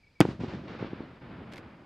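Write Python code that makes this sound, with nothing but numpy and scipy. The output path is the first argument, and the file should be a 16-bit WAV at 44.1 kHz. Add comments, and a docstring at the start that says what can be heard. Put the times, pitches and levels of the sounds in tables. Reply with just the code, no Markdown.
"""Outdoors at night, a firework shell bursts high overhead. Its N-shaped shock wave overloads the
microphone and bounces off the ground. Single walls return it as thuds; wide slopes of scatterers return
it as a rolling boom and rumble, with a hiss that the air dulls with distance. A faint insect chirps
before the burst, and something crackles briefly close by."""
import sys
import numpy as np
from scipy import signal
from scipy.fft import rfft, irfft
from scipy.io import wavfile

SR = 44100
rng = np.random.default_rng(int(sys.argv[2]) if len(sys.argv) > 2 else 0)


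def generate_wav(sig):
    """Save sig (samples, or channels by samples) to the path in sys.argv[1] as 16-bit PCM at SR."""
    pcm = np.round(np.clip(np.atleast_2d(sig).T, -1, 1) * 32767).astype(np.int16)
    wavfile.write(sys.argv[1], SR, pcm)


N = 81585
TIME_S = np.arange(N) / SR
BURST_S = 0.20475
BOUNCE_S = BURST_S + 0.0059


def undb(db):
    """Decibels to gain."""
    return 10 ** (np.asarray(db) / 20)


def cut(x, hz, kind):
    """Second-order Butterworth low-pass or high-pass."""
    return signal.sosfilt(signal.butter(2, hz, kind, fs=SR, output="sos"), x)


def unit_rms(x):
    """Scale to rms 1."""
    return x / np.sqrt(np.mean(x ** 2))


def noise(spectrum):
    """Independent mid and side noise of one spectral shape, rms 1."""
    hz = np.arange(N // 2 + 1) * SR / N + 1
    knots_hz, knots_db = np.transpose(spectrum)
    gain = undb(np.interp(np.log(hz), np.log(knots_hz), knots_db))
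    return unit_rms(irfft(rfft(rng.standard_normal((2, N))) * gain, N))


def fade(start_s, rise_s, decay_s):
    """Linear rise, exponential decay."""
    age = np.maximum(TIME_S - start_s, 0)
    return np.minimum(age / rise_s, 1) * np.exp(-age / decay_s)


def n_wave(start_s, length_s, lowpass_hz, tail_db=-7.5):
    """Jump, ramp through zero, weaker jump back; the path rounds it, the microphone thins its bass."""
    age = TIME_S - start_s
    gate = np.clip(age * SR, 0, 1) * np.clip((length_s - age) * SR, 0, 1)
    along = np.clip(age / length_s, 0, 1)
    shock = gate * (2 * along - 1) * undb(tail_db * along)
    rounded = cut(shock + 1e-18, lowpass_hz, "low")
    return cut(rounded, hz=125.3, kind="high")


def burst():
    """Direct shock, its sharp front and its duller ground bounce."""
    direct = undb(5.5) * n_wave(BURST_S, length_s=0.002566, lowpass_hz=720)
    front = undb(-6) * np.exp(-((TIME_S - BURST_S) / 22e-6) ** 2)
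    bounce = undb(3) * n_wave(BOUNCE_S, length_s=0.003, lowpass_hz=430)
    return direct + front + bounce


# Ground scatter spectrum: f/Hz, level/dB
SCATTER_SPECTRUM = [(40, -9), (150, 6), (350, 10.5), (600, -7.5), (1400, -8.5), (3000, -17.5),
                    (6000, -29.5), (10000, -47.5), (16000, -60)]


def ground_scatter(t60_s=0.088):
    """Nearby ground scatters the shock."""
    envelope = fade(BOUNCE_S, rise_s=0.00094, decay_s=t60_s / np.log(1000))
    return undb(-17) * envelope * noise(SCATTER_SPECTRUM)


# Wake spectrum: f/Hz, level/dB
WAKE_SPECTRUM = [(300, -20.5), (1200, 5.5), (2000, -3), (4000, -13), (7000, -29.5), (16000, -42)]


def wakes(decay_s=0.0015):
    """Ragged wake behind each of the two shock fronts."""
    direct = undb(-6) * fade(BURST_S, 0.0006, decay_s)
    bounce = undb(-9) * fade(BOUNCE_S, 0.0001, decay_s)
    return (direct + bounce) * noise(WAKE_SPECTRUM)


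# Wall echoes: t/s, level/dB, N-wave length/s, low-pass f/Hz
WALL_ECHOES = [(.2174, -35, 0.0038, 600), (0.2215, -16, .0024, 1210), (.2523, -7.5, 0.0022, 770),
               (0.2874, -12, 0.00263, 330), (0.3935, -20, 0.0046, 280), (0.4033, -18.5, 0.0057, 400),
               (0.4115, -22, 0.00385, 350), (.4360, -15, .0028, 430), (0.4441, -17, .0026, 584),
               (0.5366, -19.5, 0.00248, 507), (0.7508, -23, 0.00205, 694), (0.8261, -12.5, 0.0023, 540),
               (0.8458, -25, 0.0023, 800), (0.9321, -16, 0.0025, 415), (1.0053, -20, .0025, 480),
               (1.4178, -25.5, 0.0024, 450)]


def wall_echoes():
    """Single walls return rounded copies of the shock."""
    return sum(undb(db) * n_wave(start_s, length_s, hz) for start_s, db, length_s, hz in WALL_ECHOES)


# Waves of echo from the slopes: t/s, length/s, boom level/dB, rumble level/dB, hiss level/dB
SLOPE_ECHOES = [(0.237, 0.078, -39.5, -38, -47), (0.396, 0.061, -45.5, -41.5, -46.5),
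                (.473, 0.08, -46.5, -40, -46), (0.559, 0.06, -45, -43.5, -55),
                (0.629, 0.089, -52, -46.5, -53.5), (0.671, 0.097, -54, -46.5, -46),
                (0.782, 0.087, -46, -43, -44), (0.893, .15, -51.5, -47, -50.5),
                (1.043, 0.13, -58.5, -54, -55), (1.206, 0.1, -51.5, -49.5, -51.5),
                (1.298, 0.14, -51.5, -47.5, -50.5), (1.452, 0.2, -55, -48.5, -51.5),
                (1.655, 0.097, -59.5, -54, -53.5), (1.772, 0.12, -64.5, -58.5, -57)]


def slope_envelope(layer, attack_s=0.011, fast_s=0.022, slow_s=0.26):
    """One layer's envelope: each wave of echo rises, holds and lingers; their powers add."""
    column = ("boom", "rumble", "hiss").index(layer)
    power = 0
    for start_s, length_s, *levels_db in SLOPE_ECHOES:
        age = TIME_S - start_s
        attack = np.clip(age / attack_s, 0, 1)
        after = np.maximum(age - length_s, 0)
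        release = 0.77 * np.exp(-after / fast_s) + 0.23 * np.exp(-after / slow_s)
        power += (undb(levels_db[column]) * attack * release) ** 2
    return np.sqrt(power)


def rumble(rate_per_s=1500):
    """Many small scattered copies of the shock overlap."""
    arrivals = (rng.random((2, N)) < rate_per_s / SR) * rng.choice([-1, 1], (2, N))
    shock = n_wave(0, length_s=0.0032, lowpass_hz=473)
    copies = signal.fftconvolve(arrivals, shock[None])[:, :N]
    return unit_rms(copies) * slope_envelope("rumble")


# Boom spectrum: f/Hz, level/dB
BOOM_SPECTRUM = [(20, -32.5), (45, -9.5), (85, -1), (140, 0.5), (200, -4.5), (300, -23), (1000, -73)]


def boom():
    """Broad slopes return only the bass of the shock."""
    return noise(BOOM_SPECTRUM) * slope_envelope("boom")


# Hiss spectrum before air loss: f/Hz, level/dB
HISS_SPECTRUM = [(100, -18.5), (350, 3), (600, -1), (1300, -3), (2500, -8), (4500, -13.5), (7000, -23.5),
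                 (12000, -37.5), (16000, -58)]


def hiss(air_db_per_s=7.5, ref_hz=3860):
    """Small scatterers return the treble; air absorbs more of it on longer paths."""
    hz, frame_s, bands = signal.stft(noise(HISS_SPECTRUM), SR, nperseg=512)
    extra_travel_s = np.maximum(frame_s - BURST_S, 0)
    loss_db = air_db_per_s * np.outer((hz / ref_hz) ** 2.32, extra_travel_s)
    _, dulled = signal.istft(bands * undb(-loss_db), SR)
    return dulled[:, :N] * slope_envelope("hiss")


# Close clicks: t/s, level/dB
CLICKS = [(1.519, -49), (1.5239, -43.5), (1.5352, -40), (1.5421, -50), (1.5583, -43), (1.5678, -45.5),
          (1.5776, -46), (1.581, -43)]
# Click spectrum: f/Hz, level/dB
CLICK_SPECTRUM = [(500, 4), (2000, 6.5), (5000, -4.5), (7500, -16.5), (12000, -21), (16000, -37)]


def crackle():
    """Dry clicks close by, each with a faint tail."""
    envelope = 0
    for start_s, db in CLICKS:
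        click = fade(start_s, rise_s=0.00034, decay_s=0.0018)
        tail = undb(-14) * fade(start_s, rise_s=0.0011, decay_s=0.011)
        envelope += undb(db) * (click + tail)
    return envelope * noise(CLICK_SPECTRUM)


# Paired insect chirps: t/s, initial pitch excess/Hz
INSECT_CHIRPS = [(.026, 350), (0.061, 30), (.151, 350), (0.184, 30)]


def insect(pitch_hz=2265, sag_s=0.0049, length_s=0.031):
    """Short whistles that sag onto one pitch."""
    chirps = 0
    for start_s, excess_hz in INSECT_CHIRPS:
        age = np.clip(TIME_S - start_s, 0, length_s)
        hz = pitch_hz + excess_hz * np.exp(-age / sag_s)
        envelope = np.sin(np.pi * age / length_s)
        chirps += envelope * np.sin(2 * np.pi * np.cumsum(hz) / SR)
    return undb(-60) * chirps


# Night background spectrum: f/Hz, level/dB
NIGHT_SPECTRUM = [(25, -7.5), (70, 2.5), (320, -13.5), (1200, -22), (2000, -20.5), (2450, -15),
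                  (2900, -27.5), (4200, -25.5), (4900, -21.5), (5600, -33), (16000, -52)]


def night():
    """Faint steady noise, mostly bass."""
    return undb(-64.5) * noise(NIGHT_SPECTRUM)


def scene():
    """Burst, wall echoes and insect centred; the rest spreads left and right in the treble."""
    mid, side = ground_scatter() + wakes() + boom() + rumble() + hiss() + crackle() + night()
    centre = burst() + wall_echoes() + insect() + mid
    width = undb(-11) * cut(side, hz=560, kind="high")
    return np.array([centre + width, centre - width])


def record(dry, ceiling=0.68, top_hz=15900):
    """Microphone overload flattens the peaks; a steep low-pass follows."""
    flattened = ceiling * np.tanh(dry / ceiling)
    lowpass = signal.ellip(8, 0.2, 70, top_hz, fs=SR, output="sos")
    return signal.sosfilt(lowpass, flattened)


dry = scene()
out = record(dry)
generate_wav(out)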